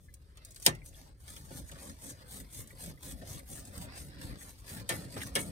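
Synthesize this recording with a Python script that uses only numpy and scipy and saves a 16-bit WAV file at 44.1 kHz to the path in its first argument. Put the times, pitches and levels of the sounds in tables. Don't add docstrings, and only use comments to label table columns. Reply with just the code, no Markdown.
import sys
import numpy as np
from scipy import signal
from scipy.fft import rfft, irfft
from scipy.io import wavfile
from scipy.ndimage import uniform_filter1d

SR = 44100
rng = np.random.default_rng(int(sys.argv[2]) if len(sys.argv) > 2 else 0)


def generate_wav(sig):
    pcm = np.round(np.clip(np.atleast_2d(sig).T, -1, 1) * 32767).astype(np.int16)
    wavfile.write(sys.argv[1], SR, pcm)


N = 242991
HZ = np.maximum(np.fft.rfftfreq(N, 1 / SR), 1)

# frequency in Hz, relative density in dB per Hz.
RUMBLE = [(15, -49.5), (25, 4.5), (64, 10.5), (134, -0.5), (157, -8), (190, -12), (560, -20), (624, -34),
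          (2990, -51), (6560, -48), (7110, -42.5), (7710, -78), (16000, -62.5)]
RUMBLE_DB = -54
# frequency in Hz, relative level in dB.
ECHO = [(60, 2.5), (300, -16), (800, 1), (1500, 5.5), (7000, 5.5), (9000, 4), (10500, -9.5), (13000, -8),
        (16000, 9)]
# frequency in Hz, difference in dB.
LEFT_DB = [(60, 4.5), (300, -0.8), (1300, 1), (2000, -4.5), (3500, 2), (5400, 6), (7300, 1.5), (8700, 13),
           (10500, -1.2), (16000, 1.8)]
LAG_S, LAG_TOP_HZ = 0.0003375, 8440
TOP_HZ = 15750

# start in seconds, level in dB, length factor, frequency in Hz above which it is dull.
THUMPS = [(1.506, -39.5, 0.47, 800), (1.721, -43.5, 0.49, 500), (2.839, -43, 0.73, 400),
          (3.213, -36.5, 0.34, 350), (3.305, -43, .3, 250), (3.509, -43.5, 0.49, 700),
          (3.774, -52, 0.32, 350), (4.228, -46, .4, 350), (5.159, -46, 0.33, 900)]
# start in seconds, crack level in dB, dullness in dB per octave, ring level in dB,
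# thud over ring in dB, length factor, chatter in seconds, chatter level in dB,
# middle modes over ring in dB, build-up of the modes in cycles.
KNOCKS = [(0.6621, -16, 1.53, -28, 1, 0.6, 0.0035, 11.5, 1, 2.7),
          (4.89, -33, 2, -33.5, -4.5, 0.9, 0.0039, 0, 2.5, 5.2),
          (5.3530, -28.5, 1.5, -31.5, -5.5, 0.93, 0.0022, 8.5, 0.5, 3.6),
          (5.3585, -34.5, 3, -43, -19, 0.59, 0.0028, 5, 10, 1.5)]
# frequency in Hz, relative level in dB, 60 dB decay in seconds.
BODY = [(117.4, -4, 0.31), (151.7, 2, 0.26), (246.2, -4.5, 0.23), (362.5, -8.5, 0.22), (548, -0.5, 0.16),
        (686, -1.5, 0.12), (794, -12.5, 0.1), (1162, -14, 0.16), (1775, -7.5, 0.14), (1946, -14.5, 0.24),
        (2070, -12, 0.16), (2185, -10, 0.16), (2343, -11, 0.097), (2845, -16, 0.15), (3290, -13.5, 0.11),
        (3890, -7, 0.044), (8500, -10, 0.057), (8750, -2, 0.072), (10560, -11, .08)]
# frequency in Hz, relative density in dB per Hz.
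CRACK = [(47, -31), (80, -1.5), (651, 3), (862, -15), (1390, -7), (1840, -9), (2710, -9.5), (3910, -4),
         (4750, -18), (5300, -22), (6400, -14), (8890, -6), (14000, -40.5)]
# frequency in Hz, 60 dB decay in seconds.
CRACK_T60 = [(100, 0.61), (300, 0.21), (1000, 0.17), (3000, 0.14), (8000, 0.079), (16000, 0.14)]
# start in seconds, relative level in dB, relative dullness in dB per octave.
TICKS = [(0.1395, -40.5, -28), (0.371, -44.5, 3.5), (0.4488, -36.5, -23), (0.4885, -53, -8),
         (0.507, -43, -13), (0.5193, -45.5, -16), (0.545, -45, -12), (0.5603, -37, -1.5),
         (0.574, -58, -7.5), (0.6, -40, -8), (0.612, -51, -9), (0.625, -33, -10), (0.75, -43, 2),
         (0.86, -40, -3), (1.204, -53, -1), (1.279, -39, 1.5), (1.3635, -39, 2.5), (1.5068, -42.5, 11),
         (1.715, -38, 3.5), (2.673, -42, -23), (2.7506, -51, -8), (2.86, -37, -2), (3.218, -42, 8.5),
         (3.6512, -40.5, -2.5), (5.1621, -34, 12), (5.2065, -41, -2), (5.2167, -36, -3), (5.2254, -36, -6),
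         (5.232, -33, -2), (5.2775, -50, -14), (5.2824, -50, 5), (5.298, -51, 14)]
# start in seconds, relative level in dB, pitch in Hz, 60 dB decay in seconds.
CLINKS = [(0.0837, -63.5, 2030, 0.13), (0.8175, -58, 2070, 0.092), (0.945, -63, 3350, 0.056),
          (1.279, -55, 1735, 0.054), (1.3648, -57, 3190, 0.046), (1.6945, -51, 1790, .04),
          (1.716, -54, 3500, 0.021), (1.7539, -56, 1713, 0.045), (1.897, -46, 1745, 0.022),
          (2.705, -54, 1960, 0.043), (2.9746, -61.5, 1980, 0.074), (3.2136, -55, 1700, .04),
          (3.3444, -60, 3370, 0.12), (3.3997, -53, 2120, 0.019), (4.4148, -54, 1810, 0.046),
          (5.205, -38, 2090, 0.017), (5.2163, -31, 2050, 0.013), (5.2070, -45, 3130, .015),
          (5.2190, -41.5, 3300, 0.016), (5.2265, -44, 3750, .015), (5.2321, -43, 1700, 0.036),
          (5.2824, -43, 1800, 0.016)]

# full force at seconds, hold in seconds, grinding in dB, sag of the grinding over the hold in dB,
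# ring in dB, thrum in dB.
STROKES = [ (0.01, 0.031, -80, -10, -118, -67.5), (0.385, 0.027, -90, -1, -71, -67),
           (0.472, .06, -69, 9, -72, -72), (0.573, 0.029, -61.5, 4, -81, -79),
           (0.641, 0.02, -53.5, -19, -63.5, -70.5), (0.882, 0.011, -55.5, 6.5, -78, -58),
           (0.968, 0.11, -64, 4.5, -66.5, -61), (1.226, 0.022, -63.5, -1, -75.5, -71),
           (1.296, 0.14, -54.5, 12.5, -63.5, -56), (1.468, 0.032, -66, 14, -73, -57),
           (1.539, 0.048, -54, -4, -64, -47.5), (1.692, 0.024, -59, 26, -79, -60),
           (1.745, 0.012, -77, -8, -66, -53.5), (1.814, 0.084, -57.5, -1, -63.5, -49),
           (2.036, 0.069, -53, 0.5, -63.5, -50.5), (2.207, 0.024, -68, 9, -64, -54.5),
           (2.315, 0.082, -52.5, 0.5, -61, -51), (2.546, 0.067, -52.5, 0, -65, -53),
           (2.709, 0.023, -62.5, 10, -72, -58), (2.817, 0.07, -52, 3, -58, -47),
           (3.049, 0.064, -51, 1.5, -60.5, -48), (3.186, 0.053, -62.5, 10, -67, -50),
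           (3.286, 0.059, -53, -1, -59, -47), (3.396, 0.0099, -58.5, 8, -65.5, -57),
           (3.504, 0.09, -52.5, -3, -64, -48.5), (3.668, 0.032, -59, 8, -72, -51.5),
           (3.755, 0.086, -56.5, -2.5, -60, -47), (3.908, 0.056, -71, -12, -60, -62),
           (3.985, 0.083, -55, 2.5, -82, -55), (4.152, 0.016, -67, 10, -81, -51),
           (4.229, 0.091, -54.5, 7.5, -58, -47), (4.426, 0.038, -51, 9, -60, -55),
           (4.491, 0.033, -56.5, 4.5, -77, -67), (4.603, .02, -61, 13, -78, -67),
           (4.697, 0.099, -53.5, 1, -58, -46.5), (4.927, 0.11, -49, 11, -56, -44.5),
           (5.125, 0.15, -59.5, -5.5, -62, -48.5), (5.395, 0.025, -45.5, 4, -80, -44),
           (5.483, 0.016, -56, 8, -71, -58)]
# time in seconds, grinding in dB, ring in dB, thrum in dB.
REST = [(0, -75.5, -84.5, -90), (0.35, -81, -75, -79), (0.8, -79.5, -78.5, -60),
        (1.15, -82.5, -81.5, -76.5), (1.4, -64.5, -71.5, -69), (2.2, -71.5, -67.5, -64),
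        (3.45, -74.5, -82.5, -69), (3.9, -83, -63, -55.5), (4.6, -73, -71.5, -66), (5.32, -74, -65, -51),
        (5.51, -69, -62, -47)]
# frequency in Hz, relative density in dB per Hz.
GRIND = [(2060, -46.5), (3500, -12), (5030, -21.5), (6090, -7), (7040, -8.5), (8470, -5.5), (10400, -3),
         (13600, -7.5), (15100, -11), (16000, -23)]
# frequency in Hz, relative density in dB per Hz.
RING = [(410, -9), (700, -7.5), (1020, -7), (1570, -10), (1740, -6.5), (2630, -15), (3290, -16.5),
        (5000, -11), (6500, -37.5), (11000, -120)]
# frequency in Hz, relative density in dB per Hz.
THRUM = [(29, -37), (50, 2), (178, -1), (240, -6.5), (275, -1), (315, -10.5), (403, -15.5), (551, -14.5),
         (606, -20), (1300, -49), (1690, -50.5), (2860, -120)]
# frequency in Hz, width in Hz, relative level in dB.
PIPE = [(646, 280, 2), (1750, 47, -14.5), (2900, 15, -12), (3097, 43, -21), (6330, 52, -14),
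        (7350, 93, -14), (8400, 860, 1.5)]
RISE_S, FALL_S = 0.075, 0.058
RING_RISE_S, RING_FALL_S = 0.12, 0.094
THRUM_RISE_S, THRUM_FALL_S, THRUM_LAG_S = 0.073, 0.1, 0.019
CURVE = 1.87


def undb(db):
    return 10 ** (np.asarray(db) / 20)


def level(x, db):
    return x * undb(db) / np.sqrt(np.mean(x ** 2))


def along(table, hz):
    table = np.array(table)
    return np.interp(np.log(hz), np.log(table[:, 0]), table[:, 1])


def colour(x, gain):
    return irfft(rfft(x) * gain, N)


def walk(rate):
    k = int(SR / rate)
    steps = np.repeat(rng.standard_normal(N // k + 1), k)
    return 1.31 * uniform_filter1d(uniform_filter1d(steps, k), k)[:N]


def patchy(x, table, lift, flicker_db, rate):
    out, gain = 0, undb(along(table, HZ)) * lift
    low, high = table[0][0], table[-1][0]
    for hz in low * 2 ** np.arange(0, np.log2(high / low) + .5, .5):
        share = np.clip(1 - 2 * np.abs(np.log2(HZ / hz)), 0, 1)
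        out = out + colour(x, gain * share) * undb(flicker_db * walk(rate))
    return level(out, 0)


def ring(s, hz, db, t60, late):
    out, k = np.zeros(N), int(s * SR) + 1
    age = np.arange(k, min(N, k + int(2 * t60 * SR))) / SR - s
    decay = np.exp(-np.log(1000) * age / t60)
    build_up = 1 - np.exp(-age * hz / late)
    out[k:k + len(age)] = undb(db) * decay * np.sin(2 * np.pi * hz * age) * build_up
    return out


def crack(at_s, db, dull_db, length, late, chatter_s, chatter_db):
    t, out = np.arange(SR // 3) / SR, np.zeros(N + SR)
    burst = 0
    chatter = undb(chatter_db) / (1 + (t / chatter_s) ** 6)
    for hz in 100 * 2 ** np.arange(0, 7.2, .5):
        sos = signal.butter(1, [hz / 1.19, hz * 1.19], "bandpass", fs=SR, output="sos")
        t60 = along(CRACK_T60, hz)
        shape = np.exp(-np.log(1000) * t / (length * t60)) * (1 - np.exp(-t * hz / late))
        shape *= 1 + chatter / (1 + (2500 / hz) ** 4)
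        gain = undb(along(CRACK, hz) - dull_db * np.log2(hz / 6000)) / np.sqrt(t60)
        burst = burst + gain * shape * signal.sosfilt(sos, rng.standard_normal(len(t)))
    k = int(at_s * SR)
    onset_rms = np.sqrt(np.mean(burst[:SR // 200] ** 2))
    out[k:k + len(t)] = burst * undb(db) / onset_rms
    return out[:N]


def rumble(side=0.23):
    mid, other = (patchy(rng.standard_normal(N), RUMBLE, 1, 0.63, 6.3) for _ in range(2))
    both = mid + side * other * np.array([[1], [-1]])
    return level(both, RUMBLE_DB) * undb(np.array([[.8], [-.8]]))


def joists(x, t60_s=0.04, hold_s=.05):
    t, hop = np.arange(SR // 10) / SR, int(hold_s * SR)
    x = np.pad(colour(x, undb(along(ECHO, HZ))), (hop, 2 * hop))
    out = np.zeros((2, N + 4 * hop + len(t)))
    fade = np.sin(np.pi * np.arange(2 * hop) / (2 * hop))
    for k in range(0, N + hop, hop):
        tail = rng.standard_normal((2, len(t))) * np.exp(-np.log(1000) * t / t60_s) * (t > .0008)
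        tail /= np.sqrt(np.sum(tail ** 2, axis=1, keepdims=True))
        echo = signal.fftconvolve((fade * x[k:k + 2 * hop])[None], tail)
        out[:, k:k + echo.shape[1]] += echo
    return out[:, hop:hop + N]


def ports(x):
    top = 1 / (1 + (LAG_TOP_HZ / HZ) ** 16)
    tilt = undb(along(LEFT_DB, HZ) / 2)
    delay = np.exp(-2j * np.pi * HZ * LAG_S)
    left = colour(x, tilt * (top + (1 - top) * delay))
    right = colour(x, 1 / tilt)
    return np.array([left, right])


def thumps():
    return sum(ring(s, f, db + g, length * t60, 1.6) / (1 + (f / top_hz) ** 4)
               for s, db, length, top_hz in THUMPS for f, g, t60 in BODY if f < 1500)


def knocks():
    out = 0
    waver = [undb(min(f / 500, 2.5) * walk(min(f / 6, 400))) for f, _, _ in BODY]
    for s, db, dull, ring_db, thud_db, length, chatter_s, chatter_db, mid_db, late in KNOCKS:
        chance = rng.standard_normal((len(BODY), 2)) * (1.2, .008)
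        modes = 0
        for (f, g, t60), (off_db, bend), w in zip(BODY, chance, waver):
            thud = thud_db / (1 + (f / 450) ** 4)
            mode_db = g + off_db + thud + mid_db * (1500 < f < 4500)
            modes = modes + w * ring(s, f * (1 + bend), mode_db, t60, late)
        snap = crack(s, db, dull, length, 1.25 * late, chatter_s, chatter_db)
        out = out + snap + undb(ring_db) * modes
    return out


def ticks():
    return sum(crack(s, db - 13.0, dull - 3, 0.31, 2.5, 0.00076, 2.2) for s, db, dull in TICKS)


def clinks():
    out = 0
    for (s, db, hz, t60), a in zip(CLINKS, rng.standard_normal(len(CLINKS))):
        out = out + ring(s, hz, db - 1.5, t60, 1.1)
        out = out + ring(s, hz * (1.0 + 0.098 * a), db + 6.0, 0.25 * t60, 1.0)
    return out


def grit(per_s, spread_db, smooth):
    hits = rng.random(N) < per_s / SR
    grains = hits * rng.standard_normal(N) * undb(spread_db * rng.exponential(size=N))
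    return level(grains, 0) + smooth * rng.standard_normal(N)


def effort(db, sag_db, rest_db, rise_s, fall_s, lag_s):
    t = np.linspace(0, N / SR, num=N // 32)
    power = undb(np.interp(t, np.array(REST)[:, 0], rest_db)) ** 2
    for (s, hold, *_), top, sag in zip(STROKES, db, sag_db):
        age = t - s - lag_s
        speed = np.clip(np.minimum(1 + age / rise_s, 1 - (age - hold) / fall_s), 0, 1)
        peak = undb(top - sag * np.clip(age / hold, 0, 1))
        power = power + (peak * speed ** CURVE) ** 2
    return np.interp(np.arange(N) / SR, t, np.sqrt(power))


def strokes():
    grind_db, sag_db, ring_db, thrum_db = np.array(STROKES).T[2:]
    rest_grind, rest_ring, rest_thrum = np.array(REST).T[1:]
    lift = np.sqrt(1 + sum(undb(db + 1.5) ** 2 / (1 + (2 * (HZ - f) / w) ** 2) for f, w, db in PIPE))
    force = grit(3500, 2.0, 0.6) * undb(0.7 * walk(60) + 1.3 * walk(400))
    judder = grit(400, 1.5, 1.2)
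    grinding = patchy(force, GRIND, lift, 2.2, 14)
    ringing = patchy(force, RING, lift, 2.1, 35)
    thrumming = patchy(judder, THRUM, lift, 2.1, 14)
    return (effort(grind_db, sag_db, rest_grind, RISE_S, FALL_S, 0) * grinding
            + effort(ring_db, 0.5 * sag_db, rest_ring, RING_RISE_S, RING_FALL_S, 0) * ringing
            + effort(thrum_db, 0 * sag_db, rest_thrum, THRUM_RISE_S, THRUM_FALL_S, THRUM_LAG_S) * thrumming)


def scene():
    blows = knocks() + thumps()
    rub = strokes() + ticks() + clinks()
    echoes = joists(undb(-1.0) * rub + undb(-3.0) * blows)
    return rumble() + echoes + ports(rub + blows)


def record(dry):
    dry = signal.sosfilt(signal.butter(2, 35, "highpass", fs=SR, output="sos"), dry)
    return signal.sosfilt(signal.ellip(10, .2, 80, TOP_HZ, fs=SR, output="sos"), dry)


dry = scene()
out = record(dry)
generate_wav(out)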